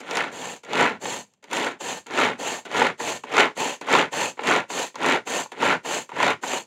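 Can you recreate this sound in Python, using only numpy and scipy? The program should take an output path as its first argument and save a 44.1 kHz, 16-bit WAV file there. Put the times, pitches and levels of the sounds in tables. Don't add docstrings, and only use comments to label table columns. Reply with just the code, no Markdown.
import sys
import numpy as np
from scipy import signal
from scipy.fft import rfft, irfft
from scipy.io import wavfile
from scipy.ndimage import uniform_filter1d, map_coordinates

SR = 44100
rng = np.random.default_rng(int(sys.argv[2]) if len(sys.argv) > 2 else 0)


def store_wav(level_fs):
    pcm = np.round(np.clip(np.atleast_2d(level_fs), -1, 1) * 32767)
    wavfile.write(sys.argv[1], SR, pcm.T.astype(np.int16))


def voltage_ratio(level):
    return 10 ** (np.asarray(level, float) / 20)


N = 293706

# frequency in Hz, density in dB per Hz.
CHOP_SPECTRUM = [(76, -41), (130, -17), (260, -0.5), (460, -4.5), (950, -1.5), (1300, -10), (2400, -8),
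                 (3500, -15.5), (4100, -19.5), (5300, -29.5), (6200, -22.5), (7400, -20.5), (8100, -30),
                 (16000, -50.5)]
# centre in Hz, width in Hz, lift in dB.
BOWL_MODES = [(394, 150, 5), (504, 120, 6.5), (828, 100, 1), (1370, 160, 6.5), (1484, 71, 6),
              (1557, 37, -10.5), (1858, 17, 3.5), (2400, 50, -7.5)]


def chopping():
    force = blows(rate=520, scatter_db=2.5, own_db=7, rub=0.59, lump_db=0.0)
    force = force * sweeps() * stroke_gains(pulls() + rattles(), rasp_db=-1.5) * voltage_ratio(-1.0)
    return body(force, CHOP_SPECTRUM, BOWL_MODES, patchy_db=1.5)


# blades start in seconds, speeding up in seconds, full speed in seconds,
# slowing in seconds, strength in dB.
PULLS = [(0.016, 0.16, 0.028, 0.16, -19), (0.672, 0.13, 0.043, 0.13, -11.5),
         (1.492, 0.044, 0.13, 0.11, -18.5), (2.083, 0.12, 0.051, 0.12, -13.5),
         (2.681, 0.095, 0.093, 0.075, -14.5), (3.291, 0.11, 0.014, 0.1, -9.5),
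         (3.85, 0.078, 0.075, 0.086, -11.0), (4.393, 0.096, 0.082, 0.079, -13.5),
         (4.97, 0.094, 0.086, 0.065, -13), (5.562, 0.076, 0.097, 0.057, -14.8),
         (6.123, 0.11, 0.081, 0.049, -15.0)]
# boom in dB over strength, clatter in dB over boom, edge in dB over boom.
PULL_STAGES = [
    (-36.5, 2, -16.5),
    (-29.5, -2.5, -19.5),
    (-8.5, 2, -11.5),
    (-10.5, 4.5, -15),
    (-36.5, 1.5, -27),
    (-53.5, -3.5, -14),
    (-65, 2, -18),
]
# clatter in dB, edge in dB, shove on the mat in dB, all over the usual.
PULL_LOADS = [(1, 1, -8), (-0.5, -2.5, -0.5), (-2.5, 3.5, 1), (0.8, 1.2, 6), (-0.5, -0.3, -3), (2, 0.5, -9),
              (.1, 0.8, -5), (.1, 0.6, -3.5), (-1, -1, -0.8), (0.5, -0.3, 3), (0.9, 0.5, 3.5)]


def pulls():
    edges_s = (0.022, 0.012, 0.068)
    return stages(PULLS, PULL_STAGES, edges_s, bulge_db=(2.5, 4), loads=PULL_LOADS)


# time in
# seconds, peak in dB, edge in dB over the peak, loose rattle in dB.
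CATCHES = [(0.004, -36, -2, -37), (0.157, -18, -11.5, -50), (0.649, -34.5, 5.5, -50.5),
           (0.635, -33, -1, -42.5), (1.428, -38, -9, -52), (1.441, -30, 3, -50), (2.067, -31, 10, -42),
           (2.653, -23, -18, -34.5), (3.237, -15, -35, -39), (3.813, -20, -12, -33.5),
           (4.375, -24, -32, -57), (4.392, -6, -41, -52), (4.944, -25, -24, -54), (4.956, -17, -3, -52),
           (5.004, -17, -18, -42), (5.519, -16, -44, -37.5), (6.092, -18, -31, -42.5),
           (6.118, -15.5, -49, -50), (6.14, -26, -25, -49), (6.165, -11, -25, -46)]
# time after the catch in seconds, boom in dB, clatter in dB over boom,
# edge in dB over boom.
RATTLE = [
    (-.004, -27.5, -2, 3),
    (0, -0.5, -4.5, -7.5),
    (.03, -8.5, 1, -25),
    (.09, -12, -4, -16),
    (.12, -30, -2, -16),
]


def rattles():
    return [np.add(RATTLE, [s, db, 0, 0]) for s, _, _, db in CATCHES]


# moment of a pass at top speed in seconds, passes per second there.
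SWEEPS = [(0.2075, 60.0), (0.8266, 61.5), (1.5993, 64.5), (2.2386, 83.0), (2.8256, 69.5), (3.4194, 83.5),
          (3.9643, 85.0), (4.5388, 82.0), (5.1114, 84.5), (5.689, 81.5), (6.2677, 81.0)]


def sweeps():
    spin_s = 0.15
    lift_db, scatter = (0.6, 1.1, 2.5, 8.5), 0.45
    t = np.arange(N) / SR
    top_s, rate = np.transpose(SWEEPS)
    pull = np.abs(t - top_s[:, None]).argmin(axis=0)
    from_top = np.clip(t - top_s[pull], -spin_s, spin_s)
    passes = rate[pull] * (from_top - from_top ** 3 / (3 * spin_s ** 2))
    size = 1 + scatter * rng.standard_normal((len(rate), 41))[pull, np.round(passes).astype(int)]
    speed = np.sqrt(np.abs(1 - (from_top / spin_s) ** 2))
    lift = size * np.cos(np.pi * passes) ** 4 * speed
    gain = voltage_ratio(np.array(lift_db)[:, None] * lift)
    return gain / np.sqrt(uniform_filter1d(gain ** 2, size=1500, axis=1))


# frequency in Hz, density in dB per Hz.
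CHATTER_SPECTRUM = [(76, -40), (130, -14), (270, -0.5), (500, -2.5), (930, 5), (1150, -4), (1800, -5.5),
                    (3000, -2.5), (4400, -11.5), (5600, -20.5), (6350, -9.5), (7500, -11), (8200, -22),
                    (16000, -39.5)]
# centre in Hz, width in Hz, lift in dB.
LID_MODES = [(393, 17, 3.5), (500, 100, 8.5), (990, 47, 0.5), (1808, 54, 10.5), (2720, 70, 1.5),
             (4310, 250, 4)]


def rewinding():
    force = blows(rate=650, scatter_db=2.0, own_db=3.5, rub=0.59, lump_db=0.38)
    force = force * stroke_gains(returns(), rasp_db=-3.5) * voltage_ratio(2.0)
    return body(force, CHATTER_SPECTRUM, LID_MODES, patchy_db=1.5)


# spring lets go in seconds, speeding up in seconds, running in seconds,
# slowing in seconds, strength in dB.
REWINDS = [(0.327, 0.12, 0.082, 0.036, -28), (1.02, 0.081, 0.076, 0.035, -24.5),
           (1.811, 0.096, 0.023, 0.055, -25), (2.396, 0.078, 0.08, 0.038, -24),
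           (2.999, 0.093, 0.032, 0.046, -21.5), (3.574, 0.027, 0.099, 0.042, -20.5),
           (4.131, 0.085, 0.046, 0.034, -19.5), (4.704, 0.094, 0.04, 0.034, -21.5),
           (5.274, 0.08, 0.056, 0.025, -20.5), (5.854, 0.083, 0.052, 0.028, -21),
           (6.434, 0.1, 0.051, 0.02, -23)]
# boom in dB over strength, clatter in dB over boom, edge in dB over boom.
REWIND_STAGES = [
    (-42.5, 0.5, -2),
    (-16, -0.5, -3.5),
    (-11, 3, -2),
    (-15, 3, -0.5),
    (-24.5, 5.5, 4),
    (-47.5, -2.5, 4.5),
    (-62.5, 3.5, -8),
]
# clatter in dB, edge in dB, shove on the mat in dB, over the usual.
REWIND_LOADS = [(-0.79, -1.5, -4), (-2, -0.45, 7.5), (1, 1, .1), (1, -0.35, -4), (-0.067, -0.84, 2),
                (0.31, -1.9, -7), (1, -0.71, -2), (.1, -0.016, -24), (0.25, -0.28, -9), (0.22, -0.66, -10),
                (0.68, 0.32, 0)]


def returns():
    edges_s = (0.023, 0.048, 0.16)
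    return stages(REWINDS, REWIND_STAGES, edges_s, bulge_db=(-0.26, -2.8), loads=REWIND_LOADS)


# time in seconds, peak in dB, edge in dB over the peak.
TICKS = [(0.335, -35.5, -5), (1.028, -32, -16), (1.055, -8.5, -14), (1.337, -49.5, 10), (1.808, -19.5, -20),
         (3.002, -9.5, -39), (3.567, -22, -24), (3.58, -28, -16), (3.636, -26, -15.5), (3.653, -16, -12),
         (4.134, -9, -26), (4.214, -17, -21), (4.702, -12, -23), (4.789, -28, -19), (5.273, -11, -26),
         (5.459, -22, -30), (5.849, -25, -18), (5.91, -24, -14), (6.435, -6.5, -29), (6.534, -9.5, -15)]
# time in seconds, peak in dB, edge in dB over the peak.
PIECES = [(0.111, -13, -1), (0.171, -5.5, -1), (0.716, -25, -19), (0.733, -7, -9), (0.755, -4, -18),
          (1.515, -19, -13), (1.53, -13, -6), (1.574, -13, -1), (2.109, -12, -20), (2.176, -15, -2),
          (2.715, -13.5, -15), (2.747, -8.5, -24), (2.766, -7, -18), (2.818, 5, -41), (3.326, -10.5, -13),
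          (3.368, -4.5, -7), (3.38, 6.5, -34), (3.401, -19, -40), (3.416, -14, -28), (3.433, -7, -29),
          (3.886, -7, -35), (3.951, 5.5, -22), (4.474, -15, 2), (4.589, -16, -32), (5.024, -7, -24),
          (5.044, -4.5, -25), (5.627, -2, -33), (5.652, -19, -26.5), (6.203, -3.5, -24), (6.229, 1, -37)]
# frequency in Hz, density in dB per Hz.
KNOCK_SPECTRUM = [(100, -33), (350, 0), (700, -7), (950, 6.5), (1300, -10), (2400, -7.5), (3500, -13),
                  (5300, -25), (7000, -23), (8200, -33.5), (16000, -54.5)]


def knocks():
    force = np.zeros((4, N + SR))
    # events, boom in dB over the peak, hardness of the first contact
    kinds = [(CATCHES, -15, 3.4), (TICKS, -14, 3.7), (PIECES, -17, 8)]
    for events, boom_db, snap in kinds:
        for s, db, edge_db in [row[:3] for row in events]:
            blow = rng.choice([-1, 1]) * contact([0.013, 0.038, 0.031, 0.011], snap)
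            strength = range_gains(db + boom_db + 10, db + 6.5, db + edge_db + 3.0, rasp_db=-0.5)
            force[:, round(s * SR):][:, :blow.shape[1]] += blow * strength[:, None]
    return body(force[:, :N], KNOCK_SPECTRUM, BOWL_MODES, patchy_db=-2.0)


def blows(rate, scatter_db, own_db, rub, lump_db):
    size = voltage_ratio(scatter_db * np.minimum(rng.exponential(size=N), 2))
    hit = (rng.random(N) < rate / SR) * size * rng.choice([-1, 1], N)
    train = hit * voltage_ratio(own_db * rng.uniform(-1, 1, (4, N)))
    one_contact = contact([0.0013, 0.0054, 0.0013, 0.0049], snap=6.4)
    train = signal.fftconvolve(train, one_contact, axes=1)[:, :N]
    train = train / np.std(train, axis=1, keepdims=True)
    step = np.arange(N) * 150 / SR
    depth_db = lump_db * np.array([[1], [1], [1.4], [1.8]])
    lumps = voltage_ratio(depth_db * map_coordinates(rng.standard_normal(int(step[-1]) + 4), [step]))
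    rub = np.clip(rub, 0, 1)
    force = lumps * (np.sqrt(1 - rub) * train + np.sqrt(rub) * rng.standard_normal((4, N)))
    return force / np.sqrt(np.abs(uniform_filter1d(force ** 2, size=2600, axis=1)) + 1e-9)


def contact(t60, snap):
    t = np.arange(900) / SR
    force = rng.standard_normal(len(t)) * voltage_ratio(-60 * t / np.array(t60)[:, None])
    force[:, 0] = snap
    return force / np.linalg.norm(force, axis=1, keepdims=True)


def body(force, spectrum, modes, patchy_db):
    ring = signal.fftconvolve(force, answers(spectrum, modes), axes=1)[:, :N].sum(axis=0)
    z = signal.stft(ring, nperseg=256)[2]
    spots = uniform_filter1d(rng.standard_normal(z.shape), size=3, axis=0)
    spots = uniform_filter1d(spots, size=4, axis=1)
    return signal.istft(z * voltage_ratio(patchy_db * unit(spots)), nperseg=256)[1][:N]


SPLITS_HZ = [700, 2400, 5000]


def answers(spectrum, modes):
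    hz = np.fft.rfftfreq(4096, 1 / SR)
    db = along(spectrum, hz)
    db = db + sum(lift / (1 + (2 * (hz - centre) / width) ** 2) for centre, width, lift in modes)
    below = [0 * hz] + [1 / (1 + (hz / edge) ** 10) for edge in SPLITS_HZ] + [hz ** 0]
    gain = voltage_ratio(db) * np.sqrt(np.abs(np.diff(below, axis=0)))
    cepstrum = irfft(np.log(gain + 1e-7))
    cepstrum[:, 1:2048] *= 2
    cepstrum[:, 2049:] = 0
    h = irfft(np.exp(rfft(cepstrum)))[:, :2048]
    return h / np.linalg.norm(h, axis=1, keepdims=True)


def stages(rows, shape, edges_s, bulge_db, loads):
    rest, go, top, slow, last, *after = np.array(shape)
    up = (go + top) / 2 + [bulge_db[0], 0, 0]
    down = (slow + last) / 2 + [bulge_db[1], 0, 0]
    lead, stop, settle = edges_s
    tables = []
    for (start, rise, hold, fall, db), (clatter_db, edge_db, _) in zip(rows, loads):
        spans = [0, lead, rise / 2, rise / 2, hold, fall / 2, fall / 2, stop, settle]
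        s = start - lead + np.cumsum(np.abs(spans))
        levels = np.add([rest, go, up, top, slow, down, last, *after], [db, clatter_db, edge_db])
        tables.append(np.column_stack([s, levels]))
    return tables


def stage_db(tables):
    t = np.arange(N) / SR
    db = np.full((3, N), -140.)
    for rows in tables:
        s, boom, clatter, edge = np.transpose(rows)
        levels = (boom, boom + clatter, boom + edge)
        db = np.maximum(db, [np.interp(t, s, v, -140, -140) for v in levels])
    return db


def stroke_gains(tables, rasp_db):
    return uniform_filter1d(range_gains(*stage_db(tables), rasp_db), size=90, axis=1)


def range_gains(boom, clatter, edge, rasp_db):
    return voltage_ratio(np.array([boom, clatter, 0.62 * clatter + 0.37 * edge + rasp_db, edge]))


# frequency in Hz, density in dB per Hz.
MAT_SPECTRUM = [(25, -22), (45, -26), (75, -11), (110, -4.5), (170, 1), (260, 1), (400, -72.5)]


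def rocking():
    shoves = [rows + [0, load[2] - 19.5, 0, 0] for rows, load in zip(pulls(), PULL_LOADS)]
    shoves += [rows + [0, load[2] - 18.5, 0, 0] for rows, load in zip(returns(), REWIND_LOADS)]
    lag_s, growth, sway_db, rest_db = 0.023, 0.86, 3.5, -79
    t = np.arange(N) / SR
    sway = map_coordinates(rng.standard_normal(int(t[-1] * 6) + 4), [t * 6])
    late_db = np.interp(t - lag_s, t, stage_db(shoves)[0])
    db = -40 + growth * (late_db + 41.5) + sway_db * sway
    level = uniform_filter1d(voltage_ratio(db), size=1300) + voltage_ratio(rest_db)
    return level * unit(coloured(rng.standard_normal(N), MAT_SPECTRUM))


# frequency in Hz, time to fall by 60 dB in seconds.
ROOM_DECAY = [(200, 0.085), (2000, 0.16), (10000, 0.12)]


def room(x):
    hz, t, z = signal.stft(rng.standard_normal(SR // 3), SR, nperseg=256)
    decay = voltage_ratio(-60 * t / along(ROOM_DECAY, hz)[:, None])
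    tail = signal.istft(z * decay, SR, nperseg=256)[1]
    return signal.fftconvolve(np.pad(x, (200, 0)), tail / np.linalg.norm(tail))[:N]


# frequency in Hz, density in dB per Hz.
AIR_SPECTRUM = [(40, -16.5), (110, 8), (400, 20), (1000, -6.5), (7000, -1.5), (15000, -32)]


def hush(loud):
    closing = voltage_ratio(-60 * np.arange(SR // 2) / SR / 0.12)
    release = signal.fftconvolve(loud ** 2, closing / SR)[:N]
    level = voltage_ratio(-87) + voltage_ratio(-7.0) * np.sqrt(np.abs(release))
    return level * unit(coloured(rng.standard_normal(N), AIR_SPECTRUM))


def coloured(x, spectrum):
    return irfft(rfft(x) * voltage_ratio(along(spectrum, np.fft.rfftfreq(N, 1 / SR))), N)


def along(points, hz):
    f, v = np.transpose(points)
    return np.interp(np.log(hz + 1), np.log(f + 1), v)


def unit(x):
    return x / np.sqrt(np.mean(x ** 2) + 1e-20)


def scene():
    chopper = chopping() + rewinding() + knocks()
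    return (chopper + voltage_ratio(-12.5) * room(chopper) + rocking() + hush(chopper))[None]


def band_limit(x):
    return signal.sosfilt(signal.butter(12, 16300, fs=SR, output="sos"), x)


# frequency in Hz, gain in dB.
MIC_RESPONSE = [(30, -14), (62, -10), (80, 0), (7600, 0), (7900, -8), (8300, 0), (15800, 0), (15900, -80)]


def record(dry):
    soft = dry / (1 + np.abs(dry / 0.93) ** 4) ** 0.25
    return band_limit(coloured(soft, MIC_RESPONSE))


dry = scene()
out = record(dry)
store_wav(out)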